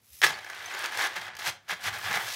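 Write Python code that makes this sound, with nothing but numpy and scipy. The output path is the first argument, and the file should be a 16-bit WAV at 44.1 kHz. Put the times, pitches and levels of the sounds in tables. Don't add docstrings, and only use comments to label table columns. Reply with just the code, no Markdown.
import sys
import numpy as np
from scipy import signal
from scipy.io import wavfile
from scipy.ndimage import uniform_filter1d

SR = 44100
rng = np.random.default_rng(int(sys.argv[2]) if len(sys.argv) > 2 else 0)


def store_pcm(level_fs):
    pcm = np.round(np.clip(level_fs, -1, 1) * 32767).astype(np.int16)
    wavfile.write(sys.argv[1], SR, np.atleast_2d(pcm).T)


def nominal_scale(level):
    x = np.asarray(level, float) / 20
    return 10 ** x


N = 103635


def evened(x):
    return x / np.sqrt(np.mean(x ** 2) + 1e-20)


def read(points, hz):
    f, value = np.transpose(points)
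    return np.interp(np.log(hz + 1), np.log(f + 1), value)


def curve(rows, column=1):
    rows = np.array(rows)
    return np.interp(np.arange(N) / SR, rows[:, 0], rows[:, column])


def add_at(out, time_s, x):
    i = round(time_s * SR)
    out[i:][:len(x)] += x[:N - i]


def highpass(x, order, hz):
    return signal.sosfilt(signal.butter(order, hz, "high", fs=SR, output="sos"), x)


def colour(x, points):
    log_gain = np.log(nominal_scale(read(points, abs(np.fft.fftfreq(4096, 1 / SR)))))
    fir = np.fft.ifft(np.exp(np.conj(signal.hilbert(log_gain)))).real[:2048]
    return signal.oaconvolve(x, fir / np.linalg.norm(fir))[:N]


def ring(x, modes, detune=0.):
    t = np.arange(6000) / SR
    response = np.zeros(len(t))
    for hz, width_hz, db in modes:
        mode_hz = hz * (1 + detune * rng.standard_normal())
        decay = nominal_scale(db) * np.sqrt(width_hz) * np.exp(-np.pi * width_hz * t)
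        response += decay * np.sin(2 * np.pi * mode_hz * t) * rng.choice([-1, 1])
    return signal.oaconvolve(x, response / np.linalg.norm(response))[:N]


def taps(per_s, spread_db, clump_db):
    size = nominal_scale(spread_db * np.minimum(rng.exponential(1, N), 3.3))
    size = size * (rng.random(N) < per_s / SR)
    slow = uniform_filter1d(rng.standard_normal(N), size=130)
    clumps = evened(uniform_filter1d(slow, size=130))
    return evened(size * rng.choice([-1., 1.], N) * nominal_scale(clump_db * clumps))


def hush():
    # (frequency [Hz], density [dB per Hz])
    floor = [(40, -13), (100, -9), (250, -16), (600, -18.5), (1700, -22), (6000, -26), (16000, -55)]
    return nominal_scale(-70.5) * colour(rng.standard_normal(N), floor)


def thumps():
    # (time [s], level [dB])
    push = [(0, -73), (.1, -81), (.13, -78), (.17, -83), (.22, -62), (.25, -54), (.45, -72.5), (.96, -63.5),
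            (1.3, -63.5), (1.44, -66), (1.48, -56), (1.62, -75), (1.73, -62), (1.79, -68), (1.85, -51.5),
            (2.0, -60), (2.1, -49.5), (2.35, -70)]
    # (frequency [Hz], width [Hz], level [dB])
    boom = [(71, 31, -3), (100.5, 9.4, 2.5), (127.5, 56, -1), (176, 16, -8.5), (209.5, 9.7, -7),
            (294, 27, -22)]
    bump_s, bump_length_s, bump_hz, bump_db = 0.088, 0.084, 72, -55.5
    lumps = nominal_scale(0.53 * evened(uniform_filter1d(rng.standard_normal(N), size=1500)))
    pressure = evened(rng.standard_normal(N) * lumps) * nominal_scale(curve(push))
    t = np.arange(N) / SR - bump_s
    swell = np.sin(np.pi * np.clip(t / bump_length_s, 0, 1)) ** 2
    bump = nominal_scale(bump_db) * swell * np.sin(2 * np.pi * bump_hz * t)
    return ring(pressure, boom) + bump


def jingle():
    # (time [s], level [dB])
    loose = [(0, -81), (.05, -68), (.11, -64.5), (.13, -56.5), (.21, -56.5), (.3, -87), (1.2, -79),
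             (1.33, -98), (1.46, -55), (1.6, -86), (1.85, -62), (2.2, -49.5), (2.35, -54)]
    # (frequency [Hz], width [Hz], level [dB])
    ring_modes = [(11260, 280, 5.5), (11700, 310, 1.5), (5250, 330, -2), (6170, 220, 0), (3580, 600, -7)]
    # (frequency [Hz], density [dB per Hz])
    hiss = [(600, -32), (2000, -6.5), (5000, -4.5), (8500, -5), (10300, -6), (12000, -2.5), (16000, -5)]
    wet_db, wet_from_s, hiss_db = -10, 1, 4
    level = nominal_scale(curve(loose))
    touches = taps(2500, 3, 2.5) * level
    wet = nominal_scale(wet_db * (np.arange(N) > wet_from_s * SR))
    return ring(touches * wet, ring_modes) + nominal_scale(hiss_db) * colour(taps(7700, 2.5, 1.4) * level, hiss)


def bubbles():
    # (time [s], peak [dB], pitch [Hz], t60 [s])
    pops = [
        (0.203, -40, 5200, 0.015),
        (0.271, -14, 5250, 0.012),
        (0.35, -26, 4450, 0.011),
        (0.34, -19.5, 4450, 0.0081),
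        (.737, -33, 6800, 0.017),
        (0.657, -35, 6100, 0.028),
        (.192, -46, 6550, 0.0071),
    ]
    swell_s = 0.0048
    out, t = np.zeros(N), np.arange(2000) / SR
    for time_s, db, hz, t60_s in pops:
        swell = np.sin(np.pi / 2 * np.minimum(t / swell_s, 1)) ** 2
        pop = swell * nominal_scale(db + 9.0 - 60 * (t / t60_s) ** 0.97)
        add_at(out, time_s, pop * np.sin(2 * np.pi * hz * (t + 1.2 * t ** 2)))
    return out


def contact():
    # (time [s], level [dB], brightness [dB])
    drag = [(.21, -93, 0), (.3, -39.5, -2), (.43, -48, 0.5), (.59, -42.5, 1), (.8, -35.5, 0),
            (.91, -39.5, -2), (1.1, -41, -1), (1.285, -40.5, -5), (1.308, -45, -30), (1.345, -48.5, -26),
            (1.4, -50, 9), (1.5, -50.5, 14.5), (1.6, -71, -5), (1.75, -52, 5), (1.9, -40.5, -29),
            (2.02, -39, 3), (2.21, -34, -3.5), (2.35, -42, 17)]
    # (start [s], length [s], level [dB], peak place [0-1], brightness [dB])
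    strokes = [(0.216, 0.0052, -24.5, 0.73, 0), (0.223, 0.046, -22, 0.46, 6.5), (0.261, 0.046, -31, 0, 6.5),
               (0.289, 0.045, -36, 0.1, 3.5), (0.833, 0.021, -28.5, 0.46, -1.5),
               (.855, 0.012, -49, 0.2, 10), (0.9, 0.16, -35.5, 0.5, 2.5), (0.965, 0.11, -28.5, 0.57, 3),
               (1.154, 0.036, -33, 0.38, 1.5), (1.208, 0.064, -41.5, 0.2, 0.5),
               (1.385, 0.025, -38, 0.42, 5.5), (1.4, 0.056, -37, 0.86, 4.5), (1.453, 0.048, -27, 0.46, 5),
               (1.678, 0.06, -29.5, 0.62, 0), (1.802, 0.068, -42, 0.31, 4), (1.826, 0.068, -29, 0.64, 3.5),
               (1.922, 0.067, -37, 0.31, 4), (2.032, 0.081, -31.5, 0.33, -0.5),
               (2.097, 0.081, -27.5, 0.8, 1)]
    rise_db, fall_db, edge_s = -10, -10, 0.005
    start_share = 0.37
    t = np.arange(N) / SR
    parts = [(nominal_scale(curve(drag)), curve(drag, column=2))]
    for start, length, db, peak, bright_db in strokes:
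        top, end = start + length * np.clip(peak, .05, .95), start + length
        closed = start + start_share * (top - start)
        gate = np.interp(t, [start, closed, end, end + edge_s], [0, 1, 1, 0])
        swell_db = np.interp(t, [start, top, end], [rise_db * peak, 0, fall_db * (1 - peak)])
        parts.append((gate * nominal_scale(db + swell_db), bright_db))
    level = np.sqrt(sum(g ** 2 for g, _ in parts))
    bright = np.sqrt(sum((g * nominal_scale(b)) ** 2 for g, b in parts))
    return level, bright


def knocks():
    # (time [s], peak [dB], brightness [dB])
    hits = [(0.2164, -23, 12.5), (0.228, -12, -6), (0.236, -6.5, -10), (0.243, -7, 3.5), (0.367, -35, -1),
            (0.389, -32, 3.5), (0.445, -30.5, 5), (0.464, -26.5, -10), (0.499, -25.5, 3.5), (0.748, -25, 5),
            (0.822, -31, 6), (0.841, -23, 3), (0.858, -26, 14.5), (0.973, -21.5, 9), (1.034, -18, -10),
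            (1.351, -34.5, 6.5), (1.367, -34.5, 13), (1.39, -28, 5), (1.421, -32, -3), (1.695, -22.5, -5),
            (1.874, -20, -4), (1.959, -23.5, -5), (2.04, -31, -8), (2.111, -16, -1), (2.287, -35, 17)]
    knock_s, knock_db = 0.0017, -8
    body, bright, u = np.zeros(N), np.zeros(N), np.arange(600) / SR / knock_s
    swell = 1.72 * u ** 0.33 * np.exp(-u / 1.47)
    for time_s, db, bright_db in hits:
        shape = nominal_scale(db + knock_db) * swell * rng.standard_normal((2, 600))
        add_at(body, time_s, shape[0])
        add_at(bright, time_s, nominal_scale(bright_db) * shape[1])
    return body, bright


def mail():
    # (frequency [Hz], width [Hz], level [dB])
    basin = [(360.8, 14, -12.5), (751, 60, -4.5), (874, 38, -5), (1216, 25, -5.5), (1425, 100, -4.5),
             (1601, 24, -1.5), (1717, 34, 3), (1967, 56, 0.5), (2110, 47, -1), (2242, 73, -3.5),
             (3220, 36, -6.5), (3460, 570, 2.5)]
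    # (frequency [Hz], width [Hz], level [dB])
    hollow = [(1242, 160, -11.5), (1692, 164, 3.5), (2070, 160, -1.5), (3360, 280, -16)]
    # (time [s], level [dB])
    dry_wall = [(0, 10), (.3, -6), (1.1, -4), (1.3, -27), (2.35, -21)]
    # (frequency [Hz], density [dB per Hz])
    tap_body = [(150, -74.5), (330, -23.5), (750, -5.5), (1100, -6), (1800, -3.5), (2600, -9),
                (6000, -22.5), (16000, -49)]
    # (frequency [Hz], level [dB])
    tick = [(800, -24), (2500, 1.5), (4000, 3.5), (6200, 1), (7200, -4), (10300, -7.5), (11000, -6),
            (16000, -13)]
    modes_db, hollow_db, tick_db, wall_low_hz = -2, -1, -9.5, 330
    own_ticks = 0.76
    level, bright = contact()
    knock, knock_bright = knocks()
    clicks = taps(8000, 3, 2)
    ticks = evened(clicks * (1 - own_ticks) + own_ticks * taps(4000, 3.5, 1.7))
    drive = clicks * level + .4 * knock
    patch = rng.integers(0, 6, N)
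    walls = nominal_scale(modes_db) * sum(ring(drive * (patch == k), basin, detune=.004) for k in range(3))
    hollow_drive = knock + nominal_scale(curve(dry_wall)) * level * taps(3000, 5.8, 3.0)
    walls = highpass(walls + nominal_scale(hollow_db) * ring(hollow_drive, hollow), 4, wall_low_hz)
    steel = nominal_scale(tick_db) * colour(ticks * bright + knock_bright, tick)
    return colour(drive * (patch > 2), tap_body) + walls + steel


def slaps():
    # (time [s], peak [dB])
    blows = [(0.2165, -19), (.2273, -16), (0.2354, -3.5), (0.2397, -8), (0.2429, -6.5), (.247, -10),
             (1.012, -17), (1.4212, -24), (1.7041, -21), (1.712, -20.5), (1.7196, -20)]
    # (frequency [Hz], width [Hz], level [dB])
    slap_modes = [(1696, 120, -2.5), (2030, 220, 1.5), (3500, 760, 1), (1220, 150, -11)]
    slap_db, slap_low_hz = -3.5, 800
    drive = np.zeros(N)
    for time_s, db in blows:
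        add_at(drive, time_s, nominal_scale(db + slap_db) * np.hanning(13))
    return highpass(ring(drive, slap_modes), 3, slap_low_hz)


def gulps():
    # (time [s], peak [dB], pitch [Hz], length [s])
    swells = [(.235, -46, 139, 0.06), (.29, -49, 150, 0.052), (.575, -60, 94, 0.055),
              (.64, -57.5, 100, 0.06), (0.953, -52, 110, 0.071), (1.16, -54.5, 177, 0.056),
              (1.464, -46, 140, 0.045), (1.47, -49, 92, .06), (1.702, -54, 105, 0.046),
              (1.71, -50.5, 175, .06), (1.847, -47, 95, 0.082), (1.86, -51, 179, .04),
              (1.905, -50, 95, .05), (1.959, -50, 100, .045), (2.034, -44, 96.5, 0.068),
              (2.095, -45, 208, .04), (2.099, -45, 126, .04), (2.152, -47, 149, 0.036),
              (2.165, -47, 202, .04), (2.203, -55, 116, 0.079)]
    out = np.zeros(N)
    for time_s, db, hz, length_s in swells:
        t = np.arange(0, length_s, 1 / SR)
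        swell = np.sin(np.pi * (t / length_s) ** 0.76) ** 2
        add_at(out, time_s, nominal_scale(db) * swell * np.sin(2 * np.pi * (hz * t + rng.random())))
    return out


def snaps():
    # (time [s], peak [dB], dullness [0-1])
    clicks = [(.4889, -41, 0.4), (.5487, -32, .5), (.659, -34, .2), (.672, -43, .3), (.715, -42, .3),
              (.7378, -38, .6), (.7912, -29, 0), (.815, -40, .1), (.8251, -31, 0.5), (.868, -35, .1),
              (.9209, -34, .2), (.943, -35, .3), (1.04, -26, .2), (1.063, -33, 0.3), (1.112, -46, .1),
              (1.2142, -30, 1), (1.266, -43, .1), (1.279, -43, .2), (1.378, -41, .7), (1.396, -40, .4),
              (1.4427, -37, 0.2), (1.451, -36, .1), (1.4631, -26, 0.6), (1.496, -25, .2), (1.8079, -41, .2),
              (1.8308, -31, 0.2), (1.9316, -40, .5), (1.9875, -31, .05), (2.174, -27, 0.1),
              (2.205, -35, .3), (2.34, -30, .2)]
    # (frequency [Hz], level [dB])
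    thin_colour = [(3000, -30), (6500, -5), (9000, 3), (11000, -8), (16000, -3)]
    # (frequency [Hz], level [dB])
    dull_colour = [(800, -27), (2500, -2), (6300, -2), (8000, -8), (16000, -20)]
    snap_s, snap_db = 0.0016, -5
    thin, dull, u = np.zeros(N), np.zeros(N), np.arange(600) / SR / snap_s
    for time_s, db, dullness in clicks:
        burst = nominal_scale(db + snap_db) * np.minimum(u * 8, 1) * np.exp(-u) * rng.standard_normal(600)
        add_at(thin, time_s, (1 - dullness) * burst)
        add_at(dull, time_s, dullness * burst)
    return colour(thin, thin_colour) + colour(dull, dull_colour)


def tail():
    # (frequency [Hz], t60 [s])
    decay = [(250, 0.5), (1000, 0.3), (3000, 0.27), (8000, 0.23), (15000, 0.08)]
    spots = np.zeros(SR // 2)
    at = np.arange(200, SR // 2 - 20, 20)
    spots[at + rng.integers(0, 20, len(at))] = rng.choice([-1., 1.], len(at))
    hz, t, z = signal.stft(spots, SR, nperseg=256)
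    echoes = signal.istft(z * nominal_scale(-60 * t / read(decay, hz)[:, None]), SR, nperseg=256)[1]
    return echoes / np.linalg.norm(echoes)


def room(x):
    turn = np.pi * 9 * np.arange(N) / SR
    out = np.zeros(N)
    for k in range(3):
        share = np.sqrt(2 / 3) * np.cos(turn + k * np.pi / 3)
        out += signal.fftconvolve(x * share, tail())[:N]
    return out


def scene():
    room_db = -12
    low = thumps() + gulps()
    near = jingle() + mail() + slaps() + snaps()
    pops = bubbles()
    answer = nominal_scale(room_db) * room(near + 0.56 * pops)
    return (hush() + low + near + pops + answer)[None]


def low_pass(x):
    return signal.sosfilt(signal.butter(12, 17010, fs=SR, output="sos"), x)


def record(dry):
    low_hz, edge_hz = 70, 15800
    mic = highpass(dry, 3, low_hz)
    band = signal.firwin(2047, edge_hz, window=("kaiser", 7), fs=SR)
    mic = signal.oaconvolve(mic, band[None], "same")
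    return low_pass(mic)


dry = scene()
out = record(dry)
store_pcm(out)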